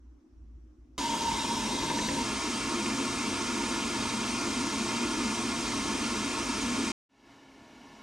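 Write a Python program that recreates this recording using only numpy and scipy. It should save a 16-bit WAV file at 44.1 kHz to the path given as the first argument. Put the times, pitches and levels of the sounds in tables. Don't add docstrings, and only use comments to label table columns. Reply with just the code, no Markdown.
import sys
import numpy as np
from scipy import signal
from scipy.fft import rfft, irfft, next_fast_len
from scipy.io import wavfile
from scipy.ndimage import uniform_filter1d

SR = 44100
rng = np.random.default_rng(int(sys.argv[2]) if len(sys.argv) > 2 else 0)


def bounce(signal):
    frames = np.transpose(np.atleast_2d(signal))
    limited = np.clip(frames, -1, 1)
    pcm = np.round(limited * 32767).astype(np.int16)
    wavfile.write(sys.argv[1], SR, pcm)


N = 353814

# start in seconds of the coasting, close, aside, silent and far parts.
PART_STARTS = [0, .9799, 2.222, 6.9186, 7.091]
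COAST_S, CLOSE_S, ASIDE_S, SILENT_S, FAR_S = PART_STARTS

# start in s, length in s, frequency in Hz, rms level at the crest in dB.
HUM_SWELLS = [(-.03, .24, 60, -50.5), (.28, .5, 57.2, -48.5), (0.771, .09, 57.1, -52),
              (.86, .13, 57.1, -54.5)]
# frequency in Hz, relative density in dB per Hz.
SHAKE_SPECTRUM = [(10, -40), (22, 0), (40, -11), (70, -2), (110, -9), (170, -21), (230, -34), (400, -120)]
# frequency in Hz, width in Hz, relative level in dB.
MURMUR_MODES = [(220, 18, -9.5), (258, 35, -4.5), (309, 25, -3), (345, 33, -10.5)]
# frequency in Hz, relative density in dB per Hz.
ROOM_SPECTRUM = [(240, -25), (400, -5), (536, -9), (865, -12.5), (1180, -12), (1960, -20.5), (4240, -27.5),
                 (5870, -23), (9040, -35), (16000, -48)]
# frequency in Hz, left-right correlation.
ROOM_LIKENESS = [(60, 0.86), (240, 0.9), (950, 0.25), (3770, 0.32), (15000, 0.33)]
# frequency in Hz, width in Hz, rms level in dB.
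MOTOR_WHINE = (5701, 30, -97)
HUM_POWER = 1
SHAKE_DB, MURMUR_DB, HUSH_DB = -8, -62.5, -77

# hiss in dB, initial boom in dB, boom growth in dB per s.
WATER_LEVELS = [(-34.5, -38.5, 3), (-34.5, -34.5, 0.11), (-54, -52.5, 0.5)]
# frequency in Hz, width in Hz, relative level in dB close, aside, far.
DRUM_MODES = [(54, 14.5, -10.5, -11.5, -8), (85.2, 16, -11.5, -14.5, -11.5), (119.6, 16, -17, -12, -10.5),
              (159, 27, -12, -19, -12), (215.9, 14.5, -3, -1.5, -1.5), (240.2, 9.8, -3, 3.5, -2),
              (273.3, 15.3, -1, -1, 2), (299.6, 18, -7, -5, -6.5), (343.5, 20.6, -7.5, -4.5, -5.5),
              (418.5, 23, -12, -13.5, -9.5), (459, 53, -20.5, -17.5, -24), (524, 21, -12.5, -19, -20),
              (619, 45, -13, -18, -14), (686.5, 16, -16.5, -15, -9), (758, 10, -16.5, -28, -22)]
# frequency in Hz, relative density in dB per Hz.
BOOM_FLOOR = [(12, -35), (30, -29), (180, -24), (260, -9), (450, -20), (850, -35), (1200, -58.5),
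              (2000, -120)]
# frequency in Hz, width in Hz, relative level in dB.
HISS_MODES = [
    [(1300, 60, -5), (1770, 70, -5), (2080, 80, -1), (2220, 40, -4), (2455, 45, -1), (2740, 50, -1),
     (2955, 35, -2), (3240, 130, -2), (3770, 55, 1), (4120, 60, -4), (4670, 90, -3), (4950, 40, -3),
     (5230, 80, -2), (5625, 50, -1), (5950, 140, -3), (6350, 55, -3), (6950, 180, -6), (7610, 60, -7),
     (8600, 70, -8), (8900, 100, -7)],
    [(925, 60, -1), (1082, 30, -1), (1220, 60, -8), (1310, 60, -6.5), (1410, 50, -5), (1700, 60, -8.5),
     (1790, 40, -11), (2110, 90, -8), (2289, 30, -5.5), (2445, 80, -6.5), (2590, 40, -10), (2737, 45, -7.5),
     (3075, 45, -7.5), (3200, 80, -9), (3430, 100, -13), (3790, 70, -9.5), (3990, 50, -11), (4290, 40, -12),
     (4455, 60, -9.5), (4655, 45, -10.5), (5070, 210, -10.5), (5350, 120, -11), (5635, 50, -10),
     (6020, 200, -11.5), (6425, 70, -11), (6794, 40, -8), (7870, 60, -15), (8280, 50, -15), (8565, 40, -14),
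     (8980, 260, -15.5)],
    [(825, 40, -3), (940, 90, -1), (1080, 40, -1), (1416, 45, -4), (1745, 80, -4), (2076, 30, -5),
     (2220, 100, -5), (2603, 40, -8), (2780, 55, -7), (2950, 80, -7), (3850, 150, -14), (4240, 40, -14),
     (4900, 100, -14), (5710, 150, -14), (6740, 60, -19)],
]
# frequency in Hz, relative density in dB per Hz.
HISS_FLOOR = [
    [(600, -21.5), (1000, 7.5), (1180, -7), (1600, -8), (1930, -18.5), (2300, -7.5), (3800, -6.5),
     (6500, -9.5), (9100, -13.5), (10200, -25), (12500, -26), (13500, -39.5), (15200, -35.5), (16000, -46)],
    [(400, -46), (700, -14), (1200, -10.5), (1560, -17), (1950, -16), (2300, -13), (4100, -16), (7200, -16),
     (9200, -20), (9800, -28.5), (12500, -36.5), (13500, -41.5), (15000, -42.5), (16000, -54)],
    [(290, -25), (500, -6), (933, -3), (1190, -8.5), (1740, -10), (1930, -13), (2160, -13), (2890, -10),
     (3440, -13), (5710, -15), (12300, -33), (16000, -50)],
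]
# frequency in Hz, left-right correlation.
NEAR_LIKENESS = [(60, 0.98), (130, 0.99), (290, 1), (640, 0.7), (1410, 1), (3100, 0.94), (6820, .9),
                 (10000, 0.88), (12000, 0.39), (15000, .3)]
# frequency in Hz, left over right in dB.
NEAR_LEAN = [(60, 0), (200, 0.5), (400, 0.1), (800, -0.5), (3000, 0.4), (6000, -0.5), (10000, 2.5),
             (15000, 3.5)]
# frequency in Hz, phase by which left leads in radians.
NEAR_LEAD = [(0, -0.078), (520, -0.053), (1030, -0.043), (1640, -0.8), (3100, -0.75), (3360, -0.68),
             (4050, -0.8), (5770, -0.31), (6550, -0.2), (6980, -0.3), (9560, -0.0), (12000, 0.0),
             (14300, -0.6), (15800, 0.2)]
WALL_T60_S, WALL_WET_DB = 0.12, -17
RIM_MS, RIM_MS_PER_S, RIM_DB, RIM_DB_PER_S = 0.63, -0.135, -19, 7
BLEND_S = 0.062

# frequency in Hz, width in Hz, relative level in dB.
INLET_MODES = [(925.6, 36.5, 2), (932, 55, -15.5)]
# centre in s, rise in dB.
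GURGLE_SWELLS = [(1.306, 7.5), (1.8, 1.5), (1.915, 7), (2.15, 6)]
GURGLE_DB, GURGLE_SAG_DB_PER_S, GURGLE_ATTACK_S = -36, 5, 0.05
GULP_S = 0.04

# start in s, nominal level in dB, frequency in Hz.
KNOCKS = [(1.898, -29, 1760), (1.987, -29, 1790), (2.086, -28, 1820)]
# start in s, nominal level in dB.
BRIGHT_TICKS = [(2.075, -40), (2.21, -53), (4.671, -57)]
# start in s, nominal level in dB, centre frequency in Hz.
STREAM_SPLASHES = [(2.8596, -29, 2290), (6.0418, -30, 2440), (6.0982, -31, 1070)]
KNOCK_T60_S, TICK_T60_S, SPLASH_T60_S = 0.047, 0.02, 0.04

# centre in s, standard deviation in s, rise in dB.
FAR_SURGE = (7.31, 0.056, 4)
FADE_IN_S, FADE_POWER = 1, 0.62
TOP_HZ = 15750


def amp(db):
    return 10 ** (np.asarray(db) / 20)


def unit(x):
    return x / np.sqrt(np.mean(x ** 2) + 1e-20)


def along(points, hz):
    f, v = np.transpose(points)
    return np.interp(np.log(hz + 1), np.log(f + 1), v)


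def between(start, end):
    t = np.arange(N) / SR
    return (t >= start) & (t < end)


def since(s):
    return np.maximum(np.arange(N) / SR - s, 0)


def bump(s, width):
    return np.exp(-.5 * ((np.arange(N) / SR - s) / width) ** 2)


def filtered(x, response):
    m = next_fast_len(x.shape[-1] + SR // 2)
    hz = np.fft.rfftfreq(m, 1 / SR)
    return irfft(rfft(x, m) * response(hz), m)[..., :x.shape[-1]]


def resonant(modes, valley, valley_db):
    grid = np.arange(0, SR / 2, 2)
    mode_power = sum(amp(db) ** 2 / (1 + ((grid - c) / w) ** 2 * 2) ** 2 for c, w, db in modes)
    floor_power = amp(along(valley, grid) + valley_db) ** 2
    gain = np.sqrt(mode_power + floor_power)
    return lambda hz: np.interp(hz, grid, gain)


def rush(gain, alike, span, patchy_db):
    start, end = np.clip((np.array(span) * SR).astype(int) + [-SR // 4, SR // 4], 0, N)
    z = signal.stft(rng.standard_normal((2, end - start)), nperseg=512)[2]
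    patches = uniform_filter1d(rng.standard_normal(z.shape[1:]), 6, 0)
    patches = uniform_filter1d(patches, 8, 1)
    pair = signal.istft(z * amp(patchy_db * unit(patches)), nperseg=512)[1][:, :end - start]

    def mid_side_gain(hz):
        angle = np.arccos(np.clip(along(alike, hz), -1, 1)) / 2
        return gain(hz) * [np.cos(angle), np.sin(angle)]

    mid, side = filtered(pair, mid_side_gain)
    stereo = np.array([mid + side, mid - side]) / np.sqrt(np.mean(mid ** 2) + 1e-20)
    return np.pad(stereo, [(0, 0), (start, N - end)])


def coasting():
    t = np.arange(N) / SR
    arches, hum = 0, 0
    for start, length, hz, db in HUM_SWELLS:
        phase = np.pi * np.clip((t - start) / length, 0, 1)
        arch = amp(db) * np.sin(phase) ** HUM_POWER
        arches = arches + arch
        hum = hum + arch * np.sqrt(2) * np.sin(2 * np.pi * hz * t)

    def room_noise(gain, patchy_db):
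        return rush(gain, ROOM_LIKENESS, (COAST_S, CLOSE_S), patchy_db)

    shake = amp(SHAKE_DB) * room_noise(lambda f: amp(along(SHAKE_SPECTRUM, f)), 2.5)
    murmur = amp(MURMUR_DB) * room_noise(resonant(MURMUR_MODES, SHAKE_SPECTRUM, valley_db=-12), -0.2)
    hush = amp(HUSH_DB) * room_noise(lambda f: amp(along(ROOM_SPECTRUM, f)), 1.5)
    whine_hz, whine_width, whine_db = MOTOR_WHINE
    whine_gain = resonant([(whine_hz, whine_width, 0)], ROOM_SPECTRUM, valley_db=-120)
    whine = amp(whine_db) * room_noise(whine_gain, 3)
    return hum + arches * shake + murmur + hush + whine


def walls(x, t60, wet_db, apart):
    t = np.arange(SR // 8) / SR
    both, left, right = rng.standard_normal((3, len(t))) * amp(-60 * t / t60)
    echo = np.cos(apart) * both + np.sin(apart) * np.array([left, right])
    echo *= amp(wet_db) / np.linalg.norm(both)
    echo[:, 0] = 1
    return signal.fftconvolve(x, echo / np.linalg.norm(echo[0]), axes=1)[:, :N]


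def filling(spot, span, alike, valley_db, patchy_db, apart):
    hiss_db, boom_db, growth = WATER_LEVELS[spot]
    hiss = rush(resonant(HISS_MODES[spot], HISS_FLOOR[spot], valley_db), alike, span, patchy_db)
    hiss = walls(hiss, WALL_T60_S, WALL_WET_DB, apart)
    modes = [(hz, width, dbs[spot]) for hz, width, *dbs in DRUM_MODES]
    boom = rush(resonant(modes, BOOM_FLOOR, valley_db=0.0), alike, span, patchy_db=0.36)
    return amp(hiss_db) * hiss + amp(boom_db + growth * since(span[0])) * boom


def rim_echo(x):
    t = np.minimum(since(CLOSE_S), ASIDE_S - CLOSE_S)
    dull = filtered(x, lambda hz: 1 / (1 + (hz / 7000) ** 4))
    samples = np.arange(N)
    delay = (RIM_MS + RIM_MS_PER_S * t) * SR / 1000
    late = np.array([np.interp(samples - delay, samples, channel) for channel in dull])
    return x + amp(RIM_DB + RIM_DB_PER_S * t) * late


def gurgle():
    t = since(CLOSE_S)
    swells = sum(rise * bump(s, GULP_S) for s, rise in GURGLE_SWELLS)
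    level = amp(GURGLE_DB - GURGLE_SAG_DB_PER_S * t + swells)
    attack = np.minimum(t / GURGLE_ATTACK_S, 1)
    cavity = resonant(INLET_MODES, BOOM_FLOOR, valley_db=-120)
    return level * attack * rush(cavity, NEAR_LIKENESS, (CLOSE_S, ASIDE_S), patchy_db=0.5)


def struck(events, t60, attack_s, source):
    out = np.zeros(N + SR)
    t = np.arange(SR // 10) / SR
    for s, db, *hz in events:
        envelope = amp(db - 60 * t / t60) * (1 - np.exp(-t / attack_s))
        out[round(s * SR):][:len(t)] += envelope * source(t, *hz)
    return out[:N]


def knocks():
    def source(t, hz):
        ring = np.sin(2 * np.pi * hz * t) + 0.88 * np.sin(2 * np.pi * 1.5 * hz * t + 1)
        thud = unit(filtered(rng.standard_normal(len(t)), lambda f: 1 / (1 + (f / 3500) ** 4)))
        return 0.7 * ring + 1.1 * thud
    return struck(KNOCKS, KNOCK_T60_S, 0.0012, source)


def bright_ticks():
    return struck(BRIGHT_TICKS, TICK_T60_S, 0.001, lambda t: rng.standard_normal(len(t)))


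def splashes():
    def source(t, hz):
        noise = rng.standard_normal(len(t))
        return unit(filtered(noise, lambda f: 1 / (1 + ((f - hz) / (0.3 * hz)) ** 2)))
    return struck(STREAM_SPLASHES, SPLASH_T60_S, 0.0015, source)


def port_response(hz):
    side = np.array([[1], [-1]])
    return amp(along(NEAR_LEAN, hz) / 2 * side) * np.exp(.5j * along(NEAR_LEAD, hz) * side)


def scene():
    close = filling(0, (CLOSE_S, ASIDE_S), NEAR_LIKENESS, valley_db=0.0, patchy_db=1.2, apart=1.0)
    close = rim_echo(close) + gurgle()
    aside = filling(1, (ASIDE_S, SILENT_S), NEAR_LIKENESS, valley_db=-1.5, patchy_db=0.72, apart=1.0)
    blend = np.pi / 2 * np.minimum(since(ASIDE_S - BLEND_S / 2) / BLEND_S, 1)
    water = close * np.cos(blend) + aside * np.sin(blend)
    near = filtered(water + knocks() + bright_ticks() + splashes(), port_response)
    far = filling(2, (FAR_S, N / SR), [(100, 1)], valley_db=-3.5, patchy_db=0.5, apart=0)
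    surge_s, surge_width, surge_db = FAR_SURGE
    fade = (since(FAR_S) / FADE_IN_S) ** FADE_POWER * amp(surge_db * bump(surge_s, surge_width))
    return coasting() * between(COAST_S, CLOSE_S) + near * between(CLOSE_S, SILENT_S) + far * fade


def record(dry):
    return filtered(dry, lambda hz: hz < TOP_HZ)


dry = scene()
out = record(dry)
bounce(out)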